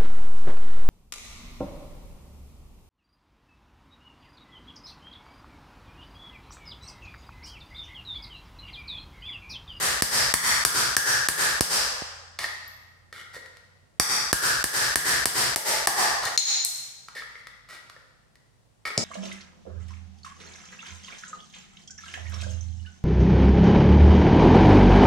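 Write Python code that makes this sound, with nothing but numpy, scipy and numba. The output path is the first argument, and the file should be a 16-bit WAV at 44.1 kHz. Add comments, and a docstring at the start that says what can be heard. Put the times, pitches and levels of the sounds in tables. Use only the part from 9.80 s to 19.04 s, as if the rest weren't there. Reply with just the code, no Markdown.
"""A club hammer drives a steel chisel under floor tile in a bare, hard room, close to a phone.
Each blow trips the phone's limiter: it ducks just ahead, holds, then lets the room's ring swell back.
In a pause a low hum sets in and stops while the chisel tip taps and scrapes. A second run of blows
follows. Tile shards clink away, the tip works the rubble again, and the hammer is laid down."""
import sys
import numpy as np
from scipy import signal
from scipy.fft import rfft, irfft
from scipy.io import wavfile
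from scipy.ndimage import minimum_filter1d
from numba import njit

SR = 44100
rng = np.random.default_rng(int(sys.argv[2]) if len(sys.argv) > 2 else 0)


def master(y):
    """Save y as 16-bit WAV."""
    cut = np.clip(np.atleast_2d(y).T, -1, 1)
    pcm = np.round(cut * 32767)  # scale
    wavfile.write(sys.argv[1], SR, pcm.astype(np.int16))


N = 407484
LEAD = SR // 2  # samples before time zero

# blows (time [s], force [dB], blade [Hz], blade [dB], hollow tile [dB], jolt [dB], rebound [dB],
# shank [dB], shank [Hz])
HAMMER_BLOWS = [(-.097, 17, 1820, 9.5, -11, -20, -31, -5.5, 5200),
                (.222, 18.5, 1820, 10, -25.5, -7.5, -30.5, 2, 5000),
                (.539, 17.5, 1804, 16.5, -24, -13.5, -6, -1.5, 5000),
                (.850, 16, 1600, 10, -15.5, -26, -15.5, 0, 5240),
                (1.166, 14.5, 1690, 17.5, -12, -20.5, -24, 4.5, 5990),
                (1.486, 16.5, 1720, 13.5, -18.5, -16.5, -27.5, -3.5, 5300),
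                (1.808, 16.5, 1740, 6, -16, -3.5, -40.5, 2, 5160),
                (4.1979, 11.5, 1800, 15.5, -3, -8.5, -4, 6.5, 5370),
                (4.529, 15, 1610, 14.5, -24, -6, -36, 0, 5540),
                (4.841, 17, 1730, 13, -16, -12, -33.5, 0, 5700),
                (5.157, 16.5, 1784, 14.5, -13, -17, -33.5, -2, 5220),
                (5.456, 17, 1820, 8, -7.5, -16, -36, -2, 5980),
                (5.760, 15.5, 1960, 9, 2.5, -16.5, -39, -1.5, 5010),
                (6.072, 15.5, 1796, 15, 5, -25.5, -17.5, 0.5, 5120)]
# steel on steel and mortar (frequency [Hz], level [dB])
STEEL_SPECTRUM = [(200, -35.5), (400, -5.5), (700, -9), (1200, -3), (2000, -9), (2800, -8), (3800, -8),
                  (5000, 0), (6500, -6), (8800, 0), (10500, -6), (12300, -15), (14500, -16), (17000, -17.5)]
# lone jolts through the slab (time [s], level [dB])
SLAB_JOLTS = [(2.221, -18), (2.644, -34), (6.459, -31)]
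# chisel on floor (time [s], level [dB], grit [dB], knock [dB], lowest mode [dB])
TIP_TAPS = [(2.589, -24, 3, -43, -6), (2.642, -13, -34, -31.5, -6), (3.3265, -30, -6.5, -13, -2),
            (3.5652, -36, -9, 5.5, -10), (3.6594, -36, -7, -29, -10), (3.7696, -47.5, 5, -42, -7),
            (6.4723, -19, -25, -11, -1), (7.2846, -32.5, -5, -40, 7.5), (7.3575, -36.5, -22, 0, 0),
            (7.4213, -28, -29, -21, 0), (7.554, -24, -31, -25, -10.5), (7.67, -30.5, -6, -23, -3),
            (7.889, -51, -20, -14, -5), (8.098, -40.5, 3, -19, 5), (8.1636, -39, -18, -3.5, -1),
            (8.5551, -49.5, 1, -26.5, -7.5)]
# tip dragged over concrete (start [s], swell [s], peak [dB], grit [dB], lowest mode [dB])
TIP_DRAGS = [(2.588, 0.053, -38.5, 2.5, -6), (3.329, 0.076, -41.5, -9.5, 2),
             (3.532, 0.027, -37.5, -8.5, -9.5), (6.421, .055, -33, -1, 5.5),
             (7.35, 0.042, -39.5, -6.5, -3.5), (7.55, 0.047, -55, -8, -10), (7.886, 0.062, -44, -5, -4),
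             (9.053, 0.02, -35, -4.5, 0)]
# mortar grit (frequency [Hz], level [dB])
GRIT_SPECTRUM = [(300, -14.5), (1200, -1.5), (2800, -8), (4700, -3), (6500, -12.5), (9000, -12.5),
                 (12000, -17), (16000, -24)]
# shards landing (time [s], level [dB], clink [dB], crack [dB])
SHARD_LANDINGS = [(6.453, -24, -2, -2), (6.576, 6, -5.5, -21.5), (6.849, -10, -39, -4)]
# the lowered hammer's first touches on a tile piece (time [s], level [dB])
PIECE_NUDGES = [(9.053, -25.5), (9.066, -27), (9.079, -33), (9.104, -27)]

# modes (frequency [Hz], level [dB], T60 [s])
HOLLOW_MODES = [(349, -16, 0.032), (616, -6.5, 0.015), (845, -0.5, 0.015), (1010, -2.5, .009)]  # tile lifting off its bed
SLAB_MODES = [(62, -3, 0.08), (140, -2, 0.12), (270.2, -0.5, 0.043)]  # concrete floor
CHISEL_MODES = [(1340, -2.5, 0.011), (1873, -5, 0.03), (2213, -7.5, 0.013), (3350, -16.5, 0.0088),
                (4850, -15.5, 0.0055)]  # chisel held loosely
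RUBBLE_MODES = [(497, -4, 0.034)]  # rubble under the tip
CLINK_MODES = [(2160, -6.5, 0.0042), (3770, 2, 0.0036), (4192, -0.5, 0.028), (5200, 3, 0.0035),
               (6190, 3.5, 0.0049), (6900, 0, 0.022), (8100, -14.5, 0.033), (8640, -23.5, 0.082)]  # shard ringing
CRACK_MODES = [(5500, 5.5, 0.0022), (8170, 15, 0.0022), (9900, 20.5, 0.00055), (13500, 14.5, 0.0015)]  # shard contact
FLAKE_MODES = [(13400, -32, 0.014), (11100, -33, 0.0038)]  # tiny flake
PIECE_MODES = [(426, -12.5, 0.036), (1290, -3.5, .03), (2240, -0.5, 0.025), (4800, -2.5, .006)]  # loose tile piece
LAID_MODES = [(140, -18, 0.032), (246.6, -15, 0.013), (400, -21, 0.025), (618, -17, 0.0103),
              (2240, -25, 0.0063), (5200, -1.5, 0.0034), (6900, -7.5, 0.0037), (7600, 0, 0.0014)]  # hammer laid on rubble

# room decay (frequency [Hz], T60 [s])
ROOM_DECAY = [(60, 1.2), (250, 0.47), (700, 1.31), (1800, 1.155), (4800, 1.08), (9000, 0.55), (14000, 0.8)]
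# room tone (frequency [Hz], relative density [dB])
AIR_SPECTRUM = [(18, -55.5), (30, -36), (50, -9.5), (75, -22.5), (120, -14), (200, -24.5), (336, -31.5),
                (550, -29.5), (1720, -40.5), (5000, -44), (9000, -45.5), (16000, -61.5)]
# microphone ports (frequency [Hz], left minus right [dB])
PORT_BALANCE = [(60, -4), (250, 1.5), (700, -1.5), (2000, 1.5), (8000, 1), (14000, 1.5)]

CRUNCH_S, REBOUND_S = .0012, .00087
BLADE_WIDTH_HZ, BLADE_LATE_S = 294, .001473
FACE_HZ, FACE_DB, FACE_SCATTER_DB = 13100, 10, 1  # hammer face ring
SLAB_DB, SLAB_LOSS_DB_PER_DB = -18.5, .51  # hollow tile shields the slab
JOLT_MS, JOLT_HIGHPASS_HZ, JOLT_LEFT_DB = 1.33, 62, -12
SCRAPE_SWELL_DB, SCRAPE_FADE_S, SCRAPE_FADE_DB = 3, .054, 18
FLAKE_S, HAMMER_DOWN_S, SETTLE_STEP_S, SETTLE_STEP_DB = 2.879, 9.1775, .009, -12
HITS_NEAR_DB, TIP_WET_DB, PORT_LAG_SAMPLES = .5, -2, 1
BOUNCE_S, BOUNCE_DB = .0017, -8.5  # first echo, off floor and nearby board
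ROOM_DB, ROOM_GAP_S, AIR_DB = -31.5, .00043, -64.5
HUM_S, HUM_HZ, HUM_DB = (2.2, 4.1), (84, 92), (-54.5, -64)  # each (start, end)
HUM_WAVER_DB, HUM_EDGE_S = 1.5, .058
BASS_CUT_HZ, TOP_CUT_HZ, CEILING_DB, START_GAIN_DB = 46, 16300, -1.5, -15.5
AHEAD_S, DUCK_S, HOLD_S, RELEASE_S = .011, .0013, .085, .028


def hammer():
    """Steel on steel: crunch, combing rebound, then tile and slab. Returns (sound, phone shake)."""
    out, shake = np.zeros((2, N + LEAD))
    faces_db = FACE_DB - FACE_SCATTER_DB * rng.standard_normal(len(HAMMER_BLOWS))
    for blow, face_db in zip(HAMMER_BLOWS, faces_db):
        time_s, force_db, blade_hz, blade_db, hollow_db, jolt_db, rebound_db, shank_db, shank_hz = blow
        steel = crunch(STEEL_SPECTRUM, CRUNCH_S, blade_hz, blade_db, shank_hz, shank_db, face_db)
        add(out, time_s, undb(force_db + 11.5) * steel)
        add(out, time_s + REBOUND_S, undb(force_db + 11.5 + rebound_db) * steel)
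        tile = undb(hollow_db) * ring(HOLLOW_MODES, 1.1, detune=.068)
        shield_db = SLAB_LOSS_DB_PER_DB * max(hollow_db + 9.5, 0)
        slab = undb(SLAB_DB - shield_db) * ring(SLAB_MODES, 1, detune=.056)
        add(out, time_s + .001673, undb(force_db - 19.5) * (tile + slab))
        add(shake, time_s + .00025, undb(force_db + jolt_db) * jolt())
    for time_s, db in SLAB_JOLTS:
        add(shake, time_s, undb(db) * jolt())
    return out, shake


def crunch(spectrum, spread_s, blade_hz=1800, blade_db=0, shank_hz=5200, shank_db=0, face_db=0):
    """Impact with a smooth spectrum; band delays scatter over spread_s, the blade swings up late."""
    hz = np.fft.rfftfreq(SR // 10, 1 / SR)
    blade = bump(hz, blade_hz, BLADE_WIDTH_HZ)
    db = lookup(spectrum, hz) + blade_db * blade
    db += shank_db * bump(hz, shank_hz, 700) + face_db * bump(hz, FACE_HZ, 2000)
    scatter = np.interp(hz, np.linspace(0, SR / 2, 24), rng.random(24) ** 3)
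    delay_s = .00033 + spread_s * scatter + BLADE_LATE_S * blade
    return irfft(undb(db) * np.exp(-2j * np.pi * np.cumsum(delay_s) * hz[1]))


def jolt():
    """Slab shock shakes the phone: one push, slow swing back."""
    push = np.zeros(SR // 10)
    n = int(JOLT_MS * SR / 1000)
    push[:n] = -np.hanning(n)
    return signal.sosfilt(signal.butter(2, JOLT_HIGHPASS_HZ, "high", fs=SR, output="sos"), push)


def taps():
    """Chisel touches the floor: steel ring, rubble knock, grit."""
    out = np.zeros(N + LEAD)
    for time_s, db, grit_db, knock_db, lowest_db in TIP_TAPS:
        steel = loose_chisel(lowest_db, scatter_db=2.5, detune=.031, rise_s=.00043)
        knock = undb(knock_db) * ring(RUBBLE_MODES, 0, detune=.026, rise_s=.00049)
        grit = undb(grit_db + 25.5) * crunch(GRIT_SPECTRUM, spread_s=.003)
        add(out, time_s, undb(db) * (steel + knock + grit))
    return out


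def scrapes(catches_per_s=2500, spread_db=2.5):
    """Dense, uneven catches of the tip excite chisel and grit; each drag swells, then fades."""
    out = np.zeros(N + LEAD)
    n = SR // 5
    t = np.arange(n) / SR
    for start_s, swell_s, db, grit_db, lowest_db in TIP_DRAGS:
        caught = rng.random(n) < catches_per_s / SR
        catches = caught * undb(spread_db * rng.exponential(size=n)) * rng.choice([-1, 1], n)
        drag_db = np.interp(t, [0, swell_s, swell_s + SCRAPE_FADE_S],
                            [db - SCRAPE_SWELL_DB, db, db - SCRAPE_FADE_DB], right=-120)
        steel = undb(-7.5) * loose_chisel(lowest_db, scatter_db=3, detune=.022, rise_s=.00018)
        grit = undb(grit_db + 20.5) * crunch(GRIT_SPECTRUM, spread_s=.00056)
        add(out, start_s, signal.oaconvolve(catches * undb(drag_db), steel + grit))
    return out


def loose_chisel(lowest_db, **stroke):
    """One chisel ring; the grip sets the level of its lowest mode."""
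    (hz, db, t60_s), *upper = CHISEL_MODES
    return ring([(hz, db + lowest_db, t60_s)] + upper, **stroke)


def small_hits():
    """Shards land, a flake pings, the lowering hammer first touches a tile piece; the hammer is laid down and
    rocks twice."""
    out = np.zeros(N + LEAD)
    for time_s, db, clink_db, crack_db in SHARD_LANDINGS:
        clink = undb(clink_db) * ring(CLINK_MODES, .34, detune=.0025)
        crack = undb(crack_db) * ring(CRACK_MODES, 1.1)
        add(out, time_s, undb(db) * (clink + crack))
    add(out, FLAKE_S, ring(FLAKE_MODES, 0, rise_s=.00034))
    for time_s, db in PIECE_NUDGES:
        add(out, time_s, undb(db) * ring(PIECE_MODES, 2, detune=.01, rise_s=.00016))
    for k in range(3):
        contact = undb(k * SETTLE_STEP_DB) * ring(LAID_MODES, .65, rise_s=.00012)
        add(out, HAMMER_DOWN_S + k * SETTLE_STEP_S, contact)
    return out


def ring(modes, scatter_db, detune=.0041, rise_s=.00015):
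    """One stroke of decaying modes, scattered in pitch and level."""
    t = np.arange(SR // 10) / SR
    hz, db, t60_s = np.transpose(modes)[:, :, None]
    pitch_draw, level_draw = rng.standard_normal((2, len(modes), 1))
    waves = np.sin(2 * np.pi * hz * (1 + detune * pitch_draw) * t) * np.exp(-np.log(1000) * t / t60_s)
    signs = (-1.) ** np.arange(len(modes))[:, None]  # alternating: no notches between modes
    attack = 1 - np.exp(-t / rise_s)
    return attack * np.sum(undb(db + scatter_db * level_draw) * signs * waves, axis=0)


def room(x):
    """Dense echoes, decaying per octave band; bass partly alike at both ports."""
    n = 2 * SR
    t, hz = np.arange(n) / SR, np.fft.rfftfreq(n, 1 / SR)
    common, left, right = rfft(rng.standard_normal((3, n)))
    coherence = np.clip(.5 - hz / 2930, 0, 1)
    noise = np.sqrt(coherence) * common + np.sqrt(1 - coherence) * np.array([left, right])
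    tail = np.zeros((2, n))
    for centre_hz in 40 * 2. ** np.arange(9):
        band = np.cos(np.pi / 2 * np.clip(np.log2((hz + 1) / centre_hz), -1, 1)) ** 2
        tail += irfft(noise * band) * np.exp(-np.log(1000) * t / lookup(ROOM_DECAY, centre_hz))
    tail *= np.clip(t / ROOM_GAP_S - .5, 0, 1)
    return undb(ROOM_DB) * signal.fftconvolve(x[None], tail, axes=1)[:, :len(x)]


def hum():
    """Low wavering tone; drifts up in pitch, fades, stops."""
    t = np.arange(N) / SR
    gate = np.clip(np.minimum(t - HUM_S[0], HUM_S[1] - t) / HUM_EDGE_S, 0, 1)
    waver_db = HUM_WAVER_DB * np.interp(t, np.linspace(0, t[-1], 50), rng.standard_normal(50))
    phase = 2 * np.pi * np.cumsum(np.interp(t, HUM_S, HUM_HZ)) / SR
    return gate * undb(np.interp(t, HUM_S, HUM_DB) + waver_db) * np.sin(phase)


def room_tone():
    """Faint, wide, bass-heavy noise."""
    colour = undb(lookup(AIR_SPECTRUM, np.fft.rfftfreq(N, 1 / SR)))
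    mid, side = irfft(rfft(rng.standard_normal((2, N))) * colour, N)
    return undb(AIR_DB) * np.array([mid + .95 * side, mid - .95 * side]) / np.std(mid)


def undb(db):
    """dB to amplitude."""
    return 10 ** (np.asarray(db) / 20)


def lookup(table, hz):
    """Interpolate a table over log frequency."""
    knots_hz, values = np.transpose(table)
    return np.interp(np.log(hz + 1), np.log(knots_hz), values)


def bump(hz, centre_hz, width_hz):
    """Bell-shaped weight around a resonance."""
    return np.exp(-((hz - centre_hz) / width_hz) ** 2)


def add(track, time_s, sound):
    """Mix into a track that starts LEAD samples early."""
    i = int(time_s * SR) + LEAD
    track[i:i + len(sound)] += sound[:len(track) - i]


@njit
def glide(target_db, now_db, down, up):
    """Limiter gain smoothing: fast down, slow up."""
    gain_db = np.empty(len(target_db))
    for i in range(len(target_db)):
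        now_db += (target_db[i] - now_db) * (down if target_db[i] < now_db else up)
        gain_db[i] = now_db
    return gain_db


def scene():
    """Direct and room sound at two microphone ports; jolts reach mostly the right one."""
    blows, shake = hammer()
    hits = blows + small_hits()
    tip = taps() + scrapes()
    near = undb(HITS_NEAR_DB) * hits + tip
    near += undb(BOUNCE_DB) * np.roll(near, int(BOUNCE_S * SR))
    direct = np.array([near, np.roll(near, PORT_LAG_SAMPLES)])
    wet = room(hits + undb(TIP_WET_DB) * tip)  # down in the rubble, the tip sends less to the walls
    jolts = undb([[JOLT_LEFT_DB], [0]]) * shake
    mix = (direct + wet + jolts)[:, LEAD:] + room_tone() + hum()
    balance_db = lookup(PORT_BALANCE, np.fft.rfftfreq(N, 1 / SR))
    return irfft(rfft(mix) * undb(np.array([balance_db, -balance_db]) / 2), N)


def record(dry):
    """Phone: bass cut, stereo-linked look-ahead limiter with hold, peak clamp, top cut."""
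    dry = signal.sosfilt(signal.butter(3, BASS_CUT_HZ, "high", fs=SR, output="sos"), dry)
    peak_db = 20 * np.log10(np.abs(dry).max(axis=0) + 1e-9)
    target_db = np.minimum(CEILING_DB - peak_db, 0)
    ahead, hold = int(AHEAD_S * SR), int(HOLD_S * SR)
    span = ahead + hold + 1
    held_db = minimum_filter1d(np.pad(target_db, (hold, ahead)), span)[span // 2:span // 2 + N]
    gain_db = glide(held_db, START_GAIN_DB, 1 / (DUCK_S * SR), 1 / (RELEASE_S * SR))
    top_cut = signal.ellip(10, .2, 80, TOP_CUT_HZ, fs=SR, output="sos")
    return signal.sosfilt(top_cut, np.clip(dry * undb(gain_db), -.86, .86))


dry = scene()
out = record(dry)
master(out)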